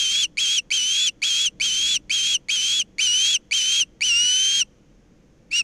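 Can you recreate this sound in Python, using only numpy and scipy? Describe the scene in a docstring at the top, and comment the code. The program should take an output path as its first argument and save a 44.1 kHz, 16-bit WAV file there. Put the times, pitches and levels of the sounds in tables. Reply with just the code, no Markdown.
"""At an osprey nest in open country, the bird calls close to the microphone: shrill chirps, a pause, one more.
A chirp scoops up in a low register after a tick, breaks into a raspy whistle, dips, climbs and falls away; the
first is already under way when the sound begins, the last has hardly any tick. Low cracks slip in under some
endings. Each voice is a phase-driven tone with overtones, period doubling and noise gated by the cycle.
Decaying noise gives a short bright tail and a faint far echo; shaped noise gives a low rumble and thin hiss."""
import sys
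import numpy as np
from scipy import signal
from scipy.fft import rfft, irfft
from scipy.io import wavfile
from scipy.ndimage import uniform_filter1d

SR = 44100
rng = np.random.default_rng(int(sys.argv[2]) if len(sys.argv) > 2 else 0)


def unload_wav(signal):
    """Save mono or channel-first audio to the path in sys.argv[1] as 16-bit WAV at rate SR, clipped to [-1, 1]."""
    wavfile.write(
        sys.argv[1],
        SR,
        np.round(np.clip(np.atleast_2d(signal).T, -1, 1) * 32767).astype(np.int16),
    )


N = 248283
T = np.arange(N) / SR

# colour of the rasp: freq_hz, level_db
RASP_SPECTRUM = [(850, -35.5), (1450, -11.5), (1950, -15.5), (2600, 4), (3100, -9.5), (4200, 1.5),
                 (5100, -3), (5750, 0.5), (6500, -7), (7500, -2.5), (8400, -13), (11000, -20.5),
                 (12300, -33), (14600, -28)]
HUMP_MAX_S, HUMP_SHARE = 0.031, 0.37  # break to hump: latest time, and limit as a share of the time to the dip


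def undb(db):
    """Decibels to gain."""
    return 10 ** (np.asarray(db) / 20)


def unit(x):
    """Scale to rms 1."""
    return x / np.sqrt(np.mean(x ** 2))


def gain_at(hz, points):
    """Gain at given frequencies, interpolated in dB over log frequency."""
    freq_hz, level_db = np.transpose(points)
    return undb(np.interp(np.log(hz + 1), np.log(freq_hz), level_db))


def colour(x, points):
    """Filter by a (Hz, dB) spectrum; rms 1."""
    freq_hz = np.arange(len(x) // 2 + 1) * SR / len(x)
    return unit(irfft(rfft(x) * gain_at(freq_hz, points), len(x)))


def wander(size, hz, width_hz):
    """Random motion in a band around hz; rms 1."""
    freq_hz = np.arange(size // 2 + 1) * SR / size
    spectrum = rfft(rng.standard_normal(size))
    return unit(irfft(spectrum / (1 + ((freq_hz - hz) / width_hz) ** 4), size))


def ramp(x):
    """Smooth step from 0 to 1."""
    return np.sin(np.pi / 2 * np.clip(x, 0, 1)) ** 2


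def chirp(tick_s, break_s, end_s, dip_s, flare_s, hump_hz, dip_hz, peak_hz, end_hz, bend,
          level_db, attack_db, dip_db, octave_db, rasp_db, split):
    """One call: the low scoop, then the whistle; a soft attack all but loses its tick."""
    scoop_db, tick_db = -18.5 + attack_db, -25.2 + 2 * attack_db
    drift = 0.0012  # rms pitch drift, fraction
    # the voice splits on its way into the dip; above this pitch its side tones dissolve into hiss
    dissolve_hz, dissolve_width_hz = 3040, 420

    span = (T > break_s - 0.01) & (T < end_s + 0.03)
    u, length_s = T[span] - break_s, end_s - break_s
    hz = pitch(u, length_s, dip_s, hump_hz, dip_hz, peak_hz, end_hz, bend)
    hz = hz * (1 + drift * wander(len(u), 0, 20))
    tone, octave, rasp = strength(u, length_s, dip_s, flare_s, hz, attack_db, dip_db)

    dissolve = np.exp(-(np.maximum(hz - dissolve_hz, 0) / dissolve_width_hz) ** 2)
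    share = np.clip(split * ramp(u / dip_s) * dissolve, 0, 1)
    # a tick before time 0 means the call is already under way when the sound begins, so only its whistle is
    # heard
    out = scoop(tick_s, break_s, scoop_db, tick_db) if tick_s > 0 else np.zeros(N)
    out[span] += whistle(u, length_s, hz, level_db + tone, octave + octave_db, rasp + rasp_db, share)
    return out


def pitch(u, length_s, dip_s, hump_hz, dip_hz, peak_hz, end_hz, bend):
    """Pitch u seconds after the register break: rise to a hump, dip, long climb, fall."""
    rise_hz, fall_max_s, fall_power = 265.7, 0.047, 1.4
    hump_s = min(HUMP_MAX_S, HUMP_SHARE * dip_s)
    fall_s = min(fall_max_s, length_s / 4)

    climb = np.clip((u - dip_s) / (length_s - fall_s - dip_s), 0, 1) ** bend
    hz = dip_hz + (peak_hz - dip_hz) * climb
    hz += (hump_hz - dip_hz) * ramp((dip_s - u) / (dip_s - hump_s))
    hz -= rise_hz * np.clip(1 - u / hump_s, 0, 1) ** 2
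    fall = np.clip(1 - (length_s - u) / fall_s, 0, 1) ** fall_power
    return hz + (end_hz - hz) * fall


def strength(u, length_s, dip_s, flare_s, hz, attack_db, dip_db):
    """Course in dB of the tone, and of octave and rasp relative to it; both of these follow the pitch."""
    # the higher the pitch is pushed, the louder the rasp: pitch_hz, rasp_db (nominal, re chirp level)
    strain = [(2500, -20), (2750, -18), (2870, -14), (3000, -13), (3200, -11.5), (3450, -12)]
    # throat resonance that the octave passes through: octave_hz, level_db (nominal, re fundamental)
    octave_resonance = [(5000, -21), (5250, -16), (5500, -9.5), (5740, -3), (6000, -3.5), (6200, -3.5),
                        (6400, -5.5), (6600, -8.5), (6950, -10.5)]
    onset_db, onset_per_attack, recover_s = -4, 0.66, 0.1
    # shortly before the end the voice clears and flares, mostly in its octave
    flare_width_s, flare_db, flare_octave_db = 0.01, 0.9, 5
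    # as the syrinx closes, the rasp goes first, then the octave and the tone
    rasp_fade_s, rasp_fade_db, close_db, close_octave_db = 0.022, -7.5, -3, -6
    # the rasp swells at the top of the climb and thins out in the dip
    top_lead_s, top_width_s, top_rasp_db, dip_rasp_db = 0.087, 0.053, 1.5, -0.5

    hump_s = min(HUMP_MAX_S, HUMP_SHARE * dip_s)
    past_flare_s = u - length_s + flare_s
    onset = np.clip(1 - u / hump_s, 0, 1) ** 2
    recovery = np.exp(-(np.maximum(u - dip_s, 0) / recover_s) ** 2)
    dip = ramp((u - hump_s) / (dip_s - hump_s)) * recovery
    top = np.exp(-((length_s - u - top_lead_s) / top_width_s) ** 2)
    flare = np.exp(-(past_flare_s / flare_width_s) ** 2)
    close = ramp(past_flare_s / flare_s)
    unrest_db = 0.5 * wander(len(u), 0, 25)  # now and then the rasp gains on the tone

    tone = onset_db * onset + dip_db * dip + flare_db * flare + close_db * close - unrest_db
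    octave = np.interp(2 * hz, *np.transpose(octave_resonance))
    octave += flare_octave_db * flare + close_octave_db * close
    rasp = np.interp(hz, *np.transpose(strain)) + top_rasp_db * top + dip_rasp_db * dip + unrest_db / 2
    rasp += rasp_fade_db * ramp(past_flare_s / rasp_fade_s + 0.5)
    return tone + onset_per_attack * attack_db * onset, octave, rasp - tone


def scoop(start_s, stop_s, level_db, tick_db):
    """The syrinx pops open with a tick, then swells upward in its low register until it breaks."""
    # colour of the puff in the tick: freq_hz, level_db
    puff_spectrum = [(250, -26), (800, -8), (1500, -10), (2500, 2.5), (6500, -7), (9000, -17.5),
                     (15000, -35)]
    low_hz, high_hz, tick_peak_s = 2190, 2660, 0.0018
    overtone_db, fall_db = -8, -8  # level between 2nd and 3rd harmonic, change per harmonic
    puff_gain, hoarse_gain = 0.31, 0.1

    span = (T >= start_s) & (T < stop_s + 0.004)
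    t, size = T[span] - start_s, span.sum()
    progress = t / (stop_s - start_s)
    hz = low_hz + (high_hz - low_hz) * progress ** 2.3
    phase = 2 * np.pi * np.cumsum(hz) / SR + 0.083 * wander(size, 0, 700)
    overtones = sum(undb(overtone_db + fall_db * (k - 2.5)) * np.cos(k * phase) for k in range(2, 5))
    thinning = 1 - 0.7 * ramp((progress - 0.6) / 0.16)
    tone = np.sqrt(2) * (np.cos(phase) + overtones * thinning)

    tick = (t / tick_peak_s) ** 2 * np.exp(2 - 2 * t / tick_peak_s)
    swell = ramp((progress - 0.12) / 0.68) * ramp((stop_s - start_s - t) / 0.0028 + 0.45)
    puff = colour(rng.standard_normal(size), puff_spectrum)
    hoarse = colour(rng.standard_normal(size), RASP_SPECTRUM)
    out = np.zeros(N)
    out[span] = undb(tick_db) * tick * (0.64 * tone + puff_gain * puff)
    out[span] += undb(level_db) * swell * (tone + hoarse_gain * hoarse)
    return out


def whistle(t, length_s, hz, level_db, octave_db, rasp_db, share):
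    """The high register: a membrane tone that trembles and hisses more as it is driven into roughness."""
    # how the throat passes the overtones above the octave: freq_hz, level_db
    throat = [(6800, -13), (8300, -20.5), (9200, -20), (10000, -28.5), (11500, -40.5), (15000, -51.5)]
    waver, flutter_rad, shimmer, scatter = 0.011, 0.053, 0.16, 0.032
    octave_trim_db, rasp_trim_db, burst_db = -1, 4.5, 0.76
    gating, brightening, release_s = 0.65, 0.55, 0.0105

    size = len(t)
    # period doubling and hoarse undertone: plain voice, plus what a fully split voice adds
    half_db, hoarse_db = -36.5 + 30 * share, -28 + 22 * share
    rough = undb(np.minimum(rasp_db, -6) + 11.5)
    gate = ramp(t / 0.004 + 1.05) * ramp((length_s - t) / release_s + 0.63)

    hz = uniform_filter1d(hz, size=440)  # the muscles of the syrinx round every turn of pitch
    hz = hz * (1 - 5 * np.maximum(t - length_s, 0))  # the pitch sinks on as the membranes slacken
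    hz = hz * (1 + waver * rough * (1 - share) ** 2 * wander(size, 0, 190))
    phase = 2 * np.pi * np.cumsum(hz) / SR + flutter_rad * rough * wander(size, 370, 270)
    tone = np.cos(phase) + np.sqrt(gate) * undb(octave_db + octave_trim_db) * np.cos(2 * phase)

    # the high overtones grow with the octave and are the first to fade
    overtones = sum(gain_at(k * hz, throat) * np.sin(k * phase) for k in range(3, 5))
    tone += gate * undb(brightening * np.minimum(octave_db + 4, 2)) * overtones

    # alternate cycles differ a little, which puts faint lines halfway between the harmonics
    half = phase / 2 + 0.4 * rough * wander(size, 0, 45)
    doubling = 0.51 * np.cos(half) + 0.51 * np.cos(half + phase) + 0.34 * np.cos(half + 2 * phase)
    tone += undb(half_db) * doubling
    tremble = 1 + shimmer * rough * wander(size, 280, 450) + scatter * wander(size, 0, 50)
    tone *= np.sqrt(2) * tremble

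    # air escapes in one turbulent puff per cycle, and the roughness comes in short bursts
    puffs = rng.standard_normal(size) * (1 + gating * np.sin(phase)) ** 2
    hiss = colour(puffs, RASP_SPECTRUM)
    grit = np.sqrt(1 - share) * hiss + np.sqrt(share) * side_tones(phase)
    grit *= undb(burst_db * wander(size, 0, 45))
    grit += undb(hoarse_db) * wander(size, 1850, 300)
    return gate * undb(level_db) * (tone + undb(rasp_db + rasp_trim_db) * grit)


def side_tones(phase):
    """Slower membrane modes beat against the tone: partials beside each harmonic, coming and going."""
    ratios, blur_rad = (0.2, 0.29, 0.39), 1.3  # mode to tone frequency, rms phase blur
    size = len(phase)
    beats = sum(wander(size, 0, 3.9) * np.cos(r * phase + blur_rad * wander(size, 0, 25)) for r in ratios)
    harmonics = sum(np.cos(k * phase) for k in range(1, 5))
    return colour(beats * harmonics, RASP_SPECTRUM)


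def crack(at_s, level_db):
    """The low register catches for an instant and slides down under the whistle."""
    mid_hz, slide_hz, half_s, overtone_db = 2500, 330, 0.0041, -8  # slide is to either side of the middle
    span = np.abs(T - at_s) < half_s
    u = (T[span] - at_s) / half_s
    phase = 2 * np.pi * np.cumsum(mid_hz - slide_hz * u) / SR
    phase += 0.03 * rng.standard_normal(len(u)).cumsum()
    tone = np.cos(phase) + undb(overtone_db) * np.cos(2 * phase)
    out = np.zeros(N)
    out[span] = np.sqrt(2) * undb(level_db) * ramp(1 - np.abs(u)) * tone
    return out


def echo(x, level_db, t60_s, delay_s):
    """Diffuse sound that arrives after a delay and dies away: convolution with decaying noise."""
    tail = rng.standard_normal(N) * undb(-60 * T / t60_s) * (T > delay_s)
    tail = tail / np.sqrt(np.sum(tail ** 2))
    return undb(level_db) * signal.fftconvolve(x, tail)[:N]


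def air():
    """A distant rumble that swells slowly, with a steady thin hiss above it, both from one noise."""
    # open-air background: freq_hz, density_db (relative, per Hz)
    air_spectrum = [(15, -7), (42, 0.5), (85, -12), (130, -7), (210, -5), (255, -11.5), (300, -6),
                    (400, -17), (490, -13), (650, -23), (1000, -29.5), (2500, -32), (4300, -40),
                    (6500, -34), (8000, -47), (15000, -59.5)]
    # swell of the rumble: time_s, level_db
    swell_points = [(0, 1), (1.42, -3), (1.6, 3.5), (1.95, 3), (2.2, 1), (3.8, -0.5), (4.2, 2.5),
                    (4.7, -1.5), (5.6, -1.5)]
    noise = colour(rng.standard_normal(N), air_spectrum)
    rumble = signal.sosfiltfilt(signal.butter(2, 700, fs=SR, output="sos"), noise)
    swell_db = np.interp(T, *np.transpose(swell_points)) + 0.7 * wander(N, 0, 4)
    return undb(-53) * (noise + (undb(swell_db) - 1) * rumble)


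def scene():
    """The bird, a short noisy tail, a faint far echo from trees and the air, on one microphone."""
    # calls: tick_s, break_s, end_s, break_to_dip_s, flare_to_end_s, hump_hz, dip_hz, peak_hz, end_hz,
    # climb_bend (power, 1 = straight), level_db (nominal), attack_db, dip_change_db,
    # octave_offset_db, rasp_offset_db, voice_split (0-1)
    chirps = [ (-.034, -0.017, .259, .08, 0.017, 3246, 3080, 3428, 2750, 1.15, -21.5, 0, -1.5, -1, 0, 0.14),
              (.3709, .390, 0.6, 0.085, .012, 3290, 3153, 3340, 2690, .6, -21.6, 0, -0.5, -.5, 0, .1),
              (0.7041, .724, 1.0974, 0.088, 0.013, 3205, 2942, 3463, 2735, 1.03, -21.5, 0.5, -3, .5, 0, 0.15),
              (1.2183, 1.236, 1.487, 0.085, 0.019, 3337, 3168, 3385, 2740, 0.9, -21.5, 0, -1, -.5, 0.46, .08),
              (1.5988, 1.619, 1.975, 0.088, 0.0098, 3242, 3034, 3455, 2695, 1.14, -22, 0, -2.5, .5, .3, 0.1),
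              (2.0953, 2.115, 2.368, 0.091, .014, 3285, 3130, 3367, 2776, 1, -21.5, -.5, -1.3, -.5, 0, 0.077),
              (2.485, 2.504, 2.825, 0.087, 0.023, 3282, 3005, 3418, 2790, 0.96, -21.5, -.5, -2.5, 0, 0, 0.066),
              (2.9828, 3.003, 3.371, .094, .016, 3100, 2868, 3412, 2716, 1.1, -21, 0.5, 0, .5, -0.18, .3),
              (3.5104, 3.53, 3.836, 0.084, 0.02, 3202, 2989, 3292, 2720, 1.1, -20.7, 1, -3, 0, -.5, 0.23),
              (4.0076, 4.03, 4.63, .106, 0.014, 3042, 2750, 3245, 2700, .76, -21, 1, 2.5, 1.2, -1.5, .48),
              (5.507, 5.522, 5.617, 0.048, 0.013, 2725, 2884, 2860, 2580, 1.1, -21, -11, -0.5, 0, 0.11, 0.4),
              ]
    # cracks into the low register as a chirp dies: time_s, level_db
    cracks = [(.246, -28), (.588, -28.5), (1.088, -28.5), (1.972, -34), (2.815, -27.5), (3.362, -28)]
    bird = sum(chirp(*row) for row in chirps) + sum(crack(*row) for row in cracks)
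    # a short, bright, hissy tail follows each call
    treble = signal.sosfilt(signal.butter(4, 7500, "high", fs=SR, output="sos"), bird)
    short_tail = echo(bird + undb(11.5) * treble, level_db=-28.5, t60_s=0.071, delay_s=0.006)
    trees = echo(bird, level_db=-50.5, t60_s=1.3, delay_s=0.036)
    mono = bird + short_tail + trees + air()
    return np.array([mono, mono])


def record(dry):
    """The camera cuts the top: a steep elliptic low-pass."""
    top_hz = 15500
    return signal.sosfilt(signal.ellip(10, 0.2, 80, top_hz, fs=SR, output="sos"), dry)


dry = scene()
out = record(dry)
unload_wav(out)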